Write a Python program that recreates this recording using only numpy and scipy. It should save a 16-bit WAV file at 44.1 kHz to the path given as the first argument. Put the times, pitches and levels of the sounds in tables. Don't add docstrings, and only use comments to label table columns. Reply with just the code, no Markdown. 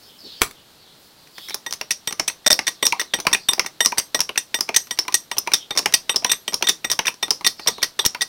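import sys
import numpy as np
from scipy import signal
from scipy.fft import rfft, irfft, next_fast_len
from scipy.io import wavfile
from scipy.ndimage import uniform_filter1d

SR = 44100
rng = np.random.default_rng(int(sys.argv[2]) if len(sys.argv) > 2 else 0)


def magnitude_from_level(level_db):
    exponent = np.asarray(level_db, float) / 20
    return 10 ** exponent


def put_to_file(sound):
    columns = np.atleast_2d(sound).T
    safe = np.clip(columns, -1, 1)
    whole_steps = np.round(safe * 32767)
    wavfile.write(sys.argv[1], SR, whole_steps.astype(np.int16))


N = 365148

# pitch_hz, t60_s
HANDLE_MODES = [(1911, .09), (3622, .12), (5760, .17), (8192, .22)]
# start_s, body_db, links_db, handle_db, brightness_db (per mode)
LIFTS = [(1.663, -24.5, -14.5, -43, -1), (2.0738, -18.5, -20, -37, 3.5), (2.503, -11, -38, -30.5, 2.5),
         (2.826, -10.5, -37, -35, 3.5), (3.1378, -13, -10, -35.5, 1.5), (3.4866, -15.5, -19, -34.5, 7),
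         (3.8054, -15, -23, -28.5, 1.5), (4.1457, -12, -6, -34.5, 1), (4.5431, -18.5, -8.5, -32.5, 1.5),
         (4.9086, -22.5, -10.5, -39, 1.5), (5.314, -17, -17, -43.5, 2), (5.7065, -17.5, -27, -46.5, 1),
         (6.0934, -14, -31, -35.5, 4), (6.4783, -17.5, -15, -42, 3), (6.8451, -16, -13, -38.5, 1),
         (7.2269, -16, -6.5, -39.5, 0.5), (7.5946, -23.5, -40, -64, -6), (7.991, -15, -10.5, -37.5, 2)]
# start_s, body_db, links_db, handle_db, brightness_db (per mode)
STOPS = [(1.907, -39, -9.5, -32.5, 0), (2.2782, -31, -7.5, -33, 2), (2.678, -17, -6.5, -34, -2.5),
         (2.996, -22, -20, -32.5, -3), (3.3311, -16.5, -17, -26, -1.5), (3.661, -22, -14.5, -46, -2.5),
         (3.981, -16, -1.5, -35, 6), (4.376, -25, -3, -31, 0), (4.7622, -26, -10, -24.5, 2),
         (5.1422, -30, -0.5, -26.5, 1.5), (5.5354, -17.5, 2, -30.5, 1), (5.938, -17, -1, -26.5, 1),
         (6.3154, -20, -5.5, -27, 2), (6.6869, -27, -5.5, -31.5, 0.5), (7.0802, -16.5, -9, -53, 6),
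         (7.4643, -17, -6, -25.5, -1), (7.8283, -16, -4.5, -31, -3), (8.2167, -21.5, -7.5, -33.5, -2)]
# start_s, body_db, links_db, handle_db, brightness_db (per mode)
SKIPS = [(2.486, -55, -43, -64.5, 0), (2.516, -31, -37, -30, 6), (2.668, -42, -7, -37.5, 3.5),
         (2.853, -22, -34, -33.5, 9), (3.848, -25, -21, -37, 7), (4.7435, -41, -10, -53, -5.5),
         (5.7741, -20, -3, -35.5, 5.5), (6.264, -47, -45, -44, 4.5), (6.295, -28, -27, -38, 7),
         (6.641, -39, -45, -43, 3), (6.67, -25, -27, -40, 4), (6.8999, -24, -26, -36.5, 5.5),
         (6.914, -25.5, 2, -39.5, 6), (7.0686, -29, -10, -35, 3), (7.446, -23, -16, -36, 4.5),
         (7.6735, -19, -29, -32.5, 7), (7.683, -12.5, -4, -40.5, 3), (8.0511, -28, -27, -32.5, 6.5),
         (8.209, -27, -13, -41.5, -2)]
# start_s, body_db, links_db
CLACKS = [(1.496, -50, -15.5), (1.543, -21.5, -8), (1.7084, -32, -16), (1.725, -43, -9), (2.528, -33, 2.5),
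          (2.5396, -30, -11), (2.577, -60, -34), (2.866, -19.5, 2), (3.5332, -20, -3), (3.8595, -16, 0.5),
          (3.898, -42, -36), (4.2042, -24.5, 0.5), (4.607, -21, -3), (4.77, -46, -4), (4.988, -21, -0.5),
          (5.382, -21, -3), (5.7904, -16.5, -2.5), (6.159, -19, -4.5), (6.5424, -22, -3.5),
          (6.9325, -25, -13.5), (7.306, -16.5, -0.5), (7.474, -46, 0), (8.0609, -40, -2.5)]
# start_s, body_db, links_db, lean_to_frame_db
KNOCKS = [(1.8116, -13.5, -10.5, 0), (2.1082, -19.5, -21, 4), (2.1247, -16, -10.5, 2.5),
          (2.196, -7, -2, 2.5), (2.5901, -7.5, -7, -1), (2.923, -8.5, -11, -4.5), (3.2677, 0, -8, 0),
          (3.5941, -3.5, -3, -0.5), (3.9207, -14.5, -18, 1), (4.1909, -14.5, -13, 5), (4.2914, -13, -54, 5),
          (4.6896, -11.5, -17, 6), (5.08, -11, -17, 1.5), (5.4728, -11, -18, 5), (5.858, -4, -2, 0.5),
          (6.2457, -4.5, -1, 2), (6.6239, -5.5, -4.5, 0), (6.99, -4, -5, 2), (8.1468, -16, -20, -0.5)]


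def pump():
    # pitch_hz, level_db
    crack_colour = [(100, 4.5), (600, -3.5), (3000, 7), (6300, 13), (7200, -21.5), (9000, 7), (14000, -2),
                    (17000, 1.5)]
    # pitch_hz, level_db
    frame_modes = [(330, -9), (420, 2.5), (600, -2.5), (800, -2), (985, 7)]
    # pitch_hz, level_db
    jack_modes = [(1620, 3), (2300, 15), (2805, 10), (3150, -3), (4150, 10.5)]
    # pitch_hz, level_db
    link_modes = [(5150, -1.5), (5550, 14.5)]
    s, crack_db, frame_db, jack_db, links_db = blows()
    shut = np.isin(s, np.transpose(CLACKS)[0])[:, None]
    brief = shut | np.isin(s, np.transpose(KNOCKS)[0])[:, None]
    snaps = chatter(s, crack_db, 0.001, np.where(brief, 0.0018, 0.0055), 3.0)
    crack = magnitude_from_level(21.0) * coloured(placed(s, snaps), crack_colour)

    frame_force = chatter(s, frame_db, 0.0012, 0.0081, 1.4)
    frame = struck(frame_force, crowded(frame_modes, 0.03), 0.09, 3.5)
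    jack_force = chatter(s, jack_db, 0.001, 0.003, 3.0)
    jack = struck(jack_force, crowded(jack_modes, 0.013), 0.07, 1.5)
    seat = np.where(shut, 1, 1.02)[:, :, None]
    links_force = chatter(s, links_db, 0.0008, np.where(shut, 0.0011, 0.0025), 3.0)
    links = struck(links_force, crowded(link_modes, 0.02), 0.04, 2.0, pitch=seat)
    return crack + placed(s, magnitude_from_level(-6.0) * frame + magnitude_from_level(-2.5) * jack + magnitude_from_level(-8.5) * links)


def blows():
    # start_s, body_db, links_db
    bounces = [(1.3808, -28, -28), (1.4848, -29, -20), (1.5049, -24.5, -31), (1.7344, -31, -12),
               (1.918, -33, -9.5), (2.2975, -23, -22), (3.013, -18.5, -11), (3.2, -29, -11),
               (3.3472, -15, -19), (3.974, -22, -22), (3.9965, -24, -10), (4.2143, -38, -32),
               (4.3572, -27, -41), (5.517, -19, -27), (6.3313, -20.5, -26), (6.694, -14, -0.5),
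               (7.0555, -20, -14), (7.8183, -26, -26), (7.842, -23.5, -10)]
    # start_s, body_db, links_db
    nudges = [(2.191, -33, -46), (3.186, -20.5, -45), (3.1914, -26, -42), (3.25, -25, -26),
              (3.314, -22, -32), (3.516, -28, -26), (3.5246, -27, -25), (3.5783, -24.5, -44),
              (3.6455, -25, -46), (4.5868, -24, -21), (4.68, -34, -50), (5.05, -31.5, -50),
              (5.3665, -26, -30), (5.3717, -26, -21), (5.464, -31, -50), (5.751, -26, -24),
              (5.7614, -22, -17), (5.8277, -29, -43), (6.142, -22, -36), (6.2216, -31, -33),
              (6.5226, -26, -25), (6.5312, -20.5, -14), (6.6115, -31, -34), (7.14, -37, -25),
              (7.28, -24, -40), (7.4086, -23.5, -40), (7.661, -23, -40), (7.7803, -25, -42),
              (8.0412, -26, -38)]
    # start_s, level_db
    touches = [
        (1.271, -38),
        (4.87, -30.5),
        (4.974, -27),
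        (5.123, -20),
        (5.9235, -18.5),
    ]
    ticks = [(s, db - 7.5, db) for s, db in touches]
    # frame dB, jack dB, crack dB
    kinds = [(LIFTS, (1.5, 1.5, -0.5)), (STOPS, (0, 5.5, 3)), (SKIPS, (3, -1, -0.5)),
             (CLACKS, (2.5, -27, 1)), (KNOCKS, (-8, 0, -3.5)), (bounces, (-3, 5, 1)),
             (nudges, (3.5, -3.5, -3)), (ticks, (-3, 5, 1))]
    rows = []
    for table, (frame_db, jack_db, crack_db) in kinds:
        for s, body_db, links_db, *more in table:
            lean_db = more[0] if len(more) == 1 else 0
            handle_db = more[0] if len(more) == 2 else -90
            parts = magnitude_from_level([body_db - 11, links_db - 13.5, handle_db + 10.5])
            crack = crack_db + 20 * np.log10(np.linalg.norm(parts))
            rows.append((s, crack, body_db + frame_db + lean_db, body_db + jack_db - lean_db, links_db))
    return np.transpose(rows)


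def handle():
    # pitch_hz, level_db, t60_s
    top_modes = [(9690, -4, 0.11), (11070, -1, 0.12), (12700, -6, 0.6), (13880, -5, 0.15)]
    s, *levels_db = rings_of_bar()
    forces = [chatter(s, db, 0.001, 0.003, 3.0) for db in levels_db]
    low = 0
    for force, (hz, t60) in zip(forces, HANDLE_MODES):
        low = low + struck(force, [(hz, 0, t60)], 0.003, 0, size=5600)
    rings = magnitude_from_level(8) * low + magnitude_from_level(2.5) * struck(forces[-1], top_modes, 0.005, 4.0, size=5600)

    contacts = np.append(np.sort(blows()[0]), N / SR)
    free = contacts[np.searchsorted(contacts, s + 0.006)] - s
    lifted = np.isin(s, np.transpose(LIFTS)[0] - 0.001)
    free = np.minimum(free, np.where(lifted, 0.04, 0.017))
    t = np.arange(rings.shape[1]) / SR
    held = np.maximum(t - free[:, None], 0)
    flutter = evened(uniform_filter1d(rng.standard_normal(rings.shape), size=160, axis=1))
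    rings = rings * magnitude_from_level(2.2 * flutter)
    settled_db = 3 - 9 * (1 - np.exp(-t / 0.015))
    choked_db = -14.6 * (1 - np.exp(-held / 0.0017))
    return placed(s, rings * magnitude_from_level(settled_db + choked_db))


def rings_of_bar():
    kinds = [(LIFTS, (7, 6.5, 3.5, -3)), (STOPS, (1, -0.049, 1, -0.027)), (SKIPS, (9.5, 10, 4.5, -8))]
    steps = np.arange(len(HANDLE_MODES)) - (len(HANDLE_MODES) - 1) / 2
    rows = []
    for table, place_db in kinds:
        for s, _, _, db, slope in table:
            rows.append((s - 0.001, *(db + np.array(place_db) + slope * steps)))
    return np.transpose(rows)


def loaded_parts():
    # start_s, peak_db, pitch_hz
    boards = [(1.665, -23, 900), (1.813, -24, 624), (2.197, -21, 914), (2.506, -8, 618), (2.59, -16, 870),
              (2.829, -17.5, 563), (2.927, -5, 934), (3.141, -21, 830), (3.251, -19, 666), (3.27, -7, 1050),
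              (3.333, -17, 1060), (3.488, -16, 955), (3.579, -17, 684), (3.595, -15.5, 507),
              (3.807, -19, 940), (3.859, -17, 1160), (3.924, -8.5, 973), (4.147, -20, 840),
              (4.291, -26, 880), (4.544, -14.5, 896), (4.691, -13.5, 674), (5.082, -14, 1013),
              (5.475, -9, 954), (5.707, -22, 1190), (5.859, -8, 850), (5.939, -16, 870), (6.093, -14, 900),
              (6.223, -22, 694), (6.25, -10, 990), (6.533, -19, 975), (6.609, -24, 660), (6.626, -11, 936),
              (6.848, -25, 860), (6.992, -10, 925), (7.082, -21, 935), (7.229, -21, 940), (7.312, -20, 870),
              (7.662, -20.5, 650), (7.783, -25, 925), (7.83, -27, 930), (7.994, -17.5, 896),
              (8.04, -25, 960), (8.153, -19.5, 970)]
    # start_s, peak_db, pitch_hz
    castings = [(1.8117, -11.5, 2820), (1.9065, -9, 2460), (2.0754, -11, 3200), (2.281, -7.5, 2510),
                (2.5016, -23, 3360), (2.5905, -25, 2620), (2.6698, -11, 2320), (2.8273, -5.5, 2920),
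                (2.9234, -11, 2360), (2.998, -22, 2620), (3.1358, -1, 3300), (3.2664, -11, 2780),
                (3.3287, -13, 2680), (3.347, 1, 2540), (3.4894, -8.5, 2770), (3.5953, -28, 2500),
                (3.8048, -3, 3060), (3.9209, -16, 2190), (4.1474, -23, 2560), (4.2905, -8.5, 2850),
                (4.3569, -14, 2400), (4.3767, -8, 2610), (4.5422, -10.5, 2900), (4.689, -7.5, 2480),
                (4.742, -9, 2470), (4.9084, -12.5, 3200), (5.3148, -14, 2920), (5.3671, -19, 3150),
                (5.4736, -8, 2500), (5.858, -3, 2170), (5.9403, -6, 2830), (6.094, -2.5, 3060),
                (6.236, -25, 2470), (6.2471, -6.5, 2420), (6.295, -9.5, 2480), (6.4776, -8, 3160),
                (6.6242, -23, 2700), (6.672, -28, 2550), (6.8428, -11.5, 2650), (6.9, -30, 2980),
                (6.9925, -4.5, 2780), (7.0517, -12, 2500), (7.08, 0.5, 2600), (7.2282, -11, 2680),
                (7.4455, -7, 2640), (7.671, -8, 3200), (7.9917, -19, 2970), (8.049, -25, 3000),
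                (8.1486, -14, 2650)]
    # start_s, peak_db, pitch_hz
    plates = [(1.5439, -24, 5800), (1.9092, -6, 5850), (2.197, -5, 5380), (2.2802, -8, 6100),
              (2.5287, 4, 5500), (2.6777, -6.5, 5870), (2.8674, 2, 5670), (2.9966, -7, 5780),
              (3.3284, -1.5, 5660), (3.5334, -4, 5080), (3.5952, -16, 5200), (3.664, -20, 6100),
              (3.8591, 4, 5180), (3.9804, -15, 4870), (4.2052, -2, 5550), (4.3766, -14, 5760),
              (4.6079, -1, 5150), (4.7626, 3, 6000), (4.9906, 0.5, 5500), (5.1426, -7, 5900),
              (5.3822, -2.5, 5400), (5.5364, -15, 5500), (5.7744, 2, 5480), (5.9388, -5, 4730),
              (6.1598, 2, 5260), (6.2449, -10, 5700), (6.3173, -2.5, 5950), (6.5412, 1.5, 5450),
              (6.6916, -1.5, 5800), (6.9148, 1, 5500), (7.3058, -0.5, 5200), (7.4638, -3.5, 4430),
              (7.6725, 0, 5500), (7.8311, 1, 4720), (8.0626, 2, 5650), (8.2162, -8, 4800)]
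    # start_s, peak_db
    rebounds = [(1.915, -6), (2.875, -12), (3.869, -11), (3.9895, -14), (4.2138, -10), (4.7492, -13),
                (4.7689, -4), (4.7792, -16), (4.996, -7.5), (5.1494, -6.5), (5.543, -4.5), (5.5513, -10),
                (5.7845, -5), (5.7955, -15), (5.9449, -2), (6.1651, -5), (6.699, -16), (6.9265, -13),
                (7.0767, -13), (7.3103, -5), (7.4702, -5), (7.482, -19), (8.0555, -12), (8.2235, -10)]
    # start_s, peak_db
    singing = [(1.9056, -34), (2.0727, -16), (2.2797, -19), (2.5164, -23), (2.8275, -12), (3.3308, -13),
               (3.488, -3.5), (5.1414, -18), (5.5353, -9.5), (5.7069, -12.5), (5.9379, -21), (6.0945, -7),
               (6.2971, -9.5), (6.318, -11), (6.6727, -6.5), (6.6912, -4.5), (7.2285, -12), (7.4634, -14),
               (7.6725, -8.5), (7.9937, -5.5)]

    def nearest_hz(s):
        return min(plates, key=lambda row: abs(row[0] - s))[2]

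    sings = [(s, db, HANDLE_MODES[1][0]) for s, db in singing]
    again = [(s, db, nearest_hz(s)) for s, db in rebounds]
    return (leading(boards, 0.051, 0.0027, 0.021, db=-9.0)
            + leading(castings, 0.014, 0.0029, 0.038, db=-7)
            + leading(plates, 0.025, 0.00094, 0.018, db=-9)
            + leading(again, 0.014, 0.00098, 0.024, db=-3)
            + leading(sings, 0.062, 0.0026, 0.0042, db=-5.5))


def leading(table, t60, force_s, scatter, db):
    s, peak_db, hz = np.transpose(table)
    hz = hz[:, None, None]
    forces = chatter(s, peak_db + db, 0.001, force_s, 2.0)
    modes = [(1, 0, t60)] * 4
    return placed(s, struck(forces, modes, scatter * hz, 2.0, size=2200, pitch=hz))


def scrapes():
    # start_s, peak_db
    pin_scrapes = [
        (1.5446, -10.5),
        (1.7544, -36),
        (5.372, -23),
        (5.3862, -3),
        (8.0612, -0.5),
    ]
    s, db = np.transpose(pin_scrapes)
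    grit = placed(s, chatter(s, db + 13, 0.00087, 0.0036, 2.0))
    return signal.sosfilt(signal.butter(2, 8500, "high", fs=SR, output="sos"), grit)


def latch():
    # start_s, level_db
    catch_blows = [
        (0.4117, -35),
        (0.417, -6),
        (0.4326, -21),
        (0.51, -37.5),
    ]
    # pitch_hz, level_db, t60_s
    box_modes = [(383, -20, 0.04), (457, 4.5, 0.055), (820, 9, .022), (1190, 5, 0.048), (2010, 5, 0.035),
                 (2220, 14.5, 0.046), (3150, 7, 0.027), (3580, 11.5, .035)]
    # pitch_hz, level_db
    snap_colour = [(18, -48), (30, -47), (1450, -7.5), (2220, -8.5), (14800, -16), (16500, -15)]
    # middle_s, level_db, pitch_hz
    lid_rub = (0.26, -44.5, 400)
    s, db = np.transpose(catch_blows)
    snap = magnitude_from_level(22.5) * coloured(placed(s, chatter(s, db, 0.00072, 0.0028, 1.0)), snap_colour)
    slap = abs(chatter(s + 0.001, db, 0.00005, 0.00006, 1.0))
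    box = magnitude_from_level(-4.5) * placed(s, struck(slap, box_modes * 3, 0.029, 1.3, size=3600))

    at, rub_db, hz = lid_rub
    band = signal.butter(2, [hz * 0.61, hz * 1.13], "band", fs=SR, output="sos")
    rub = evened(signal.sosfilt(band, rng.standard_normal(N)))
    bell = np.exp(-((np.arange(N) / SR - at) / 0.025) ** 2)
    return snap + box + magnitude_from_level(rub_db) * rub * bell


def chatter(times, levels_db, rise, seconds, grit):
    t = np.arange(1200) / SR
    noise, lumps = rng.standard_normal((len(times), 2, len(t))).transpose(1, 0, 2)
    lumps = uniform_filter1d(lumps, size=40, axis=1) * np.sqrt(40)
    envelope = (1 - np.exp(-(t / rise) ** 2)) * np.exp(-t / seconds)
    bursts = noise * magnitude_from_level(grit * lumps) * envelope
    return magnitude_from_level(levels_db)[:, None] * bursts / np.linalg.norm(bursts, axis=1, keepdims=True)


def struck(forces, modes, scatter, uneven_db, size=1500, pitch=1):
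    hz, db, t60 = np.transpose(modes)[:, :, None]
    t = np.arange(size) / SR
    shift, weight = rng.standard_normal((len(forces), 2, len(modes), 1)).transpose(1, 0, 2, 3)
    gain = magnitude_from_level(db + uneven_db * weight)
    waves = np.sin(2 * np.pi * hz * (pitch + scatter * shift) * t)
    rings = (gain * magnitude_from_level(-60 * t / t60) * waves).sum(1)
    rings = signal.fftconvolve(forces, rings, axes=1)
    full = np.sqrt(np.mean(t60) * SR / np.log(10 ** 6))
    return rings * (full * np.linalg.norm(forces, axis=1) / np.linalg.norm(rings, axis=1))[:, None]


def crowded(modes, t60):
    return [(hz, db, t60) for hz, db in modes for _ in range(5)]


def placed(times, sounds):
    out = np.zeros(N)
    for s, sound in zip(times, sounds):
        part = out[round(s * SR):][:len(sound)]
        part += sound[:len(part)]
    return out


def evened(x):
    return x / np.sqrt(np.mean(x ** 2) + 1e-20)


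def read(points, hz):
    f, value = np.transpose(points)
    return np.interp(np.log(hz + 1), np.log(f + 1), value)


def coloured(x, points):
    size = next_fast_len(len(x))
    gain = magnitude_from_level(read(points, np.fft.rfftfreq(size, 1 / SR)))
    return irfft(rfft(x, size) * evened(gain), size)[:len(x)]


def birds():
    # start_s, length_s, level_db, first_hz, last_hz
    bursts = [(0, 0.076, -48, 4960, 4860), (0.056, 0.09, -50.5, 3600, 3300), (0.181, 0.28, -43, 4960, 4780),
              (0.234, 0.11, -40, 4140, 3950), (0.257, 0.13, -46.5, 3250, 3150),
              (0.541, 0.061, -52, 3330, 3030), (0.781, 0.054, -53, 4560, 4310),
              (0.852, 0.077, -52, 3420, 3990), (0.999, 0.3, -58, 4940, 4260),
              (1.325, 0.12, -45.5, 4540, 5040), (1.344, 0.2, -40, 3320, 3890),
              (2.58, 0.44, -48, 5150, 4500), (2.586, 0.63, -50, 3930, 3700), (3.288, 0.18, -44, 5040, 4600),
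              (5.54, 0.11, -40.5, 3580, 3270), (7.572, 0.071, -38, 5070, 4520),
              (7.68, 0.15, -40.5, 4460, 3480)]
    t, flock = np.arange(3000) / SR, np.zeros(N)
    for s, length, db, first_hz, last_hz in bursts:
        when = rng.random(size=36)
        pitch, size, glide = rng.standard_normal(size=(3, 36, 1))
        spread = 0.0293 + 0.093 * np.tanh(pitch)
        middle_hz = first_hz + (last_hz - first_hz) * when[:, None]
        hz = middle_hz * (1 + spread + (0.627 * glide - 1.2) * t)
        hoarse = evened(uniform_filter1d(rng.standard_normal(hz.shape), size=150, axis=1))
        whistle = np.sin(2 * np.pi * np.cumsum(hz, axis=1) / SR)
        notes = magnitude_from_level(db + 1.6 * size) * hoarse * np.hanning(len(t)) * whistle
        flock += placed(np.maximum(s - 0.02 + length * when, 0), notes * np.sqrt(length))
    return 0.88 * flock + 0.64 * garden(flock)


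def garden(x):
    # pitch_hz, t60_s
    echo_decay = [(100, 0.3), (3000, 0.14), (5800, 0.19), (7500, 0.18), (16000, 0.16)]
    taps = np.zeros(SR // 2)
    at = np.arange(200, len(taps) - 20, 20)
    taps[at + rng.integers(0, 20, len(at))] = rng.choice([-1., 1.], len(at))
    hz, t, z = signal.stft(taps, SR, nperseg=256)
    decay = magnitude_from_level(-60 * t / read(echo_decay, hz)[:, None])
    tail = signal.istft(z * decay, SR, nperseg=256)[1]
    return signal.oaconvolve(x, tail / np.linalg.norm(tail))[:N]


def air():
    # pitch_hz, level_db
    air_colour = [(40, -5.5), (170, 3), (800, -1), (2400, -7.5), (4200, 0), (6300, -10), (15500, -15),
                  (16500, -26)]
    # pitch_hz, rms_db
    whine = (14508, -72)
    # middle_s, half_length_s, level_db, top_hz
    wind = (-3, 4, -71.5, 212)
    # middle_s, half_length_s, level_db
    rustles = [
        (.1, 0.42, -55.5),
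        (1.04, 0.066, -55),
        (1.2, 0.099, -62),
        (1.457, 0.11, -46),
    ]
    swell = evened(uniform_filter1d(rng.standard_normal(N), size=6000))
    t = np.arange(N) / SR
    whine_hz, whine_db = whine
    tone = magnitude_from_level(whine_db) * np.sqrt(2) * np.sin(2 * np.pi * whine_hz * t)

    at, half, gust_db, top_hz = wind
    low = signal.sosfilt(signal.butter(2, [40, top_hz], "band", fs=SR, output="sos"), rng.standard_normal(N))
    gust = magnitude_from_level(gust_db) * evened(low) * np.exp(-((t - at) / half) ** 2)
    brushing = sum(magnitude_from_level(db) * np.exp(-((t - s) / half) ** 2) for s, half, db in rustles)
    rustle = brushing * evened(np.diff(rng.standard_normal(N + 1)))
    hiss = magnitude_from_level(-51.5 + 0.63 * swell) * coloured(rng.standard_normal(N), air_colour)
    return hiss + tone + gust + rustle


def scene():
    sounds = [pump(), handle(), loaded_parts()]
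    no_bass = signal.butter(1, 330, "high", fs=SR, output="sos")
    parts, bar, loaded = signal.sosfilt(no_bass, sounds)
    parts = parts + loaded
    bar_to_echo = magnitude_from_level(-5.5) * bar
    catch = latch()
    stir = evened(uniform_filter1d(rng.standard_normal(N), size=200))
    swing = 2 * np.pi * np.cumsum(130 * stir) / SR
    echo = garden(parts * np.cos(swing) + bar_to_echo) + garden(parts * np.sin(swing))
    catch_echo = garden(catch * np.cos(swing / 2) * np.sqrt(2))
    near = parts + bar + magnitude_from_level(-12.0) * echo + catch + magnitude_from_level(-13.0) * catch_echo
    return (near + birds() + air() + scrapes())[None]


def top_cut(x):
    return signal.sosfilt(signal.butter(12, 16770, fs=SR, output="sos"), x)


def record(dry):
    # start_s, level_db
    pushes = [
        (0.419, -16.5),
        (2.526, -24),
        (3.488, -25),
        (3.985, -26),
        (8.062, -17.5),
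    ]
    # start_s, length_samples
    stutter = (2.4428, 1777)
    s, db = np.transpose(pushes)
    pushed = dry + placed(s, magnitude_from_level(db)[:, None] * np.hanning(130))
    start, size = round(stutter[0] * SR), stutter[1]
    x = pushed.copy()
    x[:, start:start + size] = pushed[:, start + size:start + 2 * size]
    treble_edge = signal.firwin(401, 15950, fs=SR)
    x = signal.oaconvolve(x, treble_edge[None], "same")
    return top_cut(np.clip(x, -1, 1))


dry = scene()
out = record(dry)
put_to_file(out)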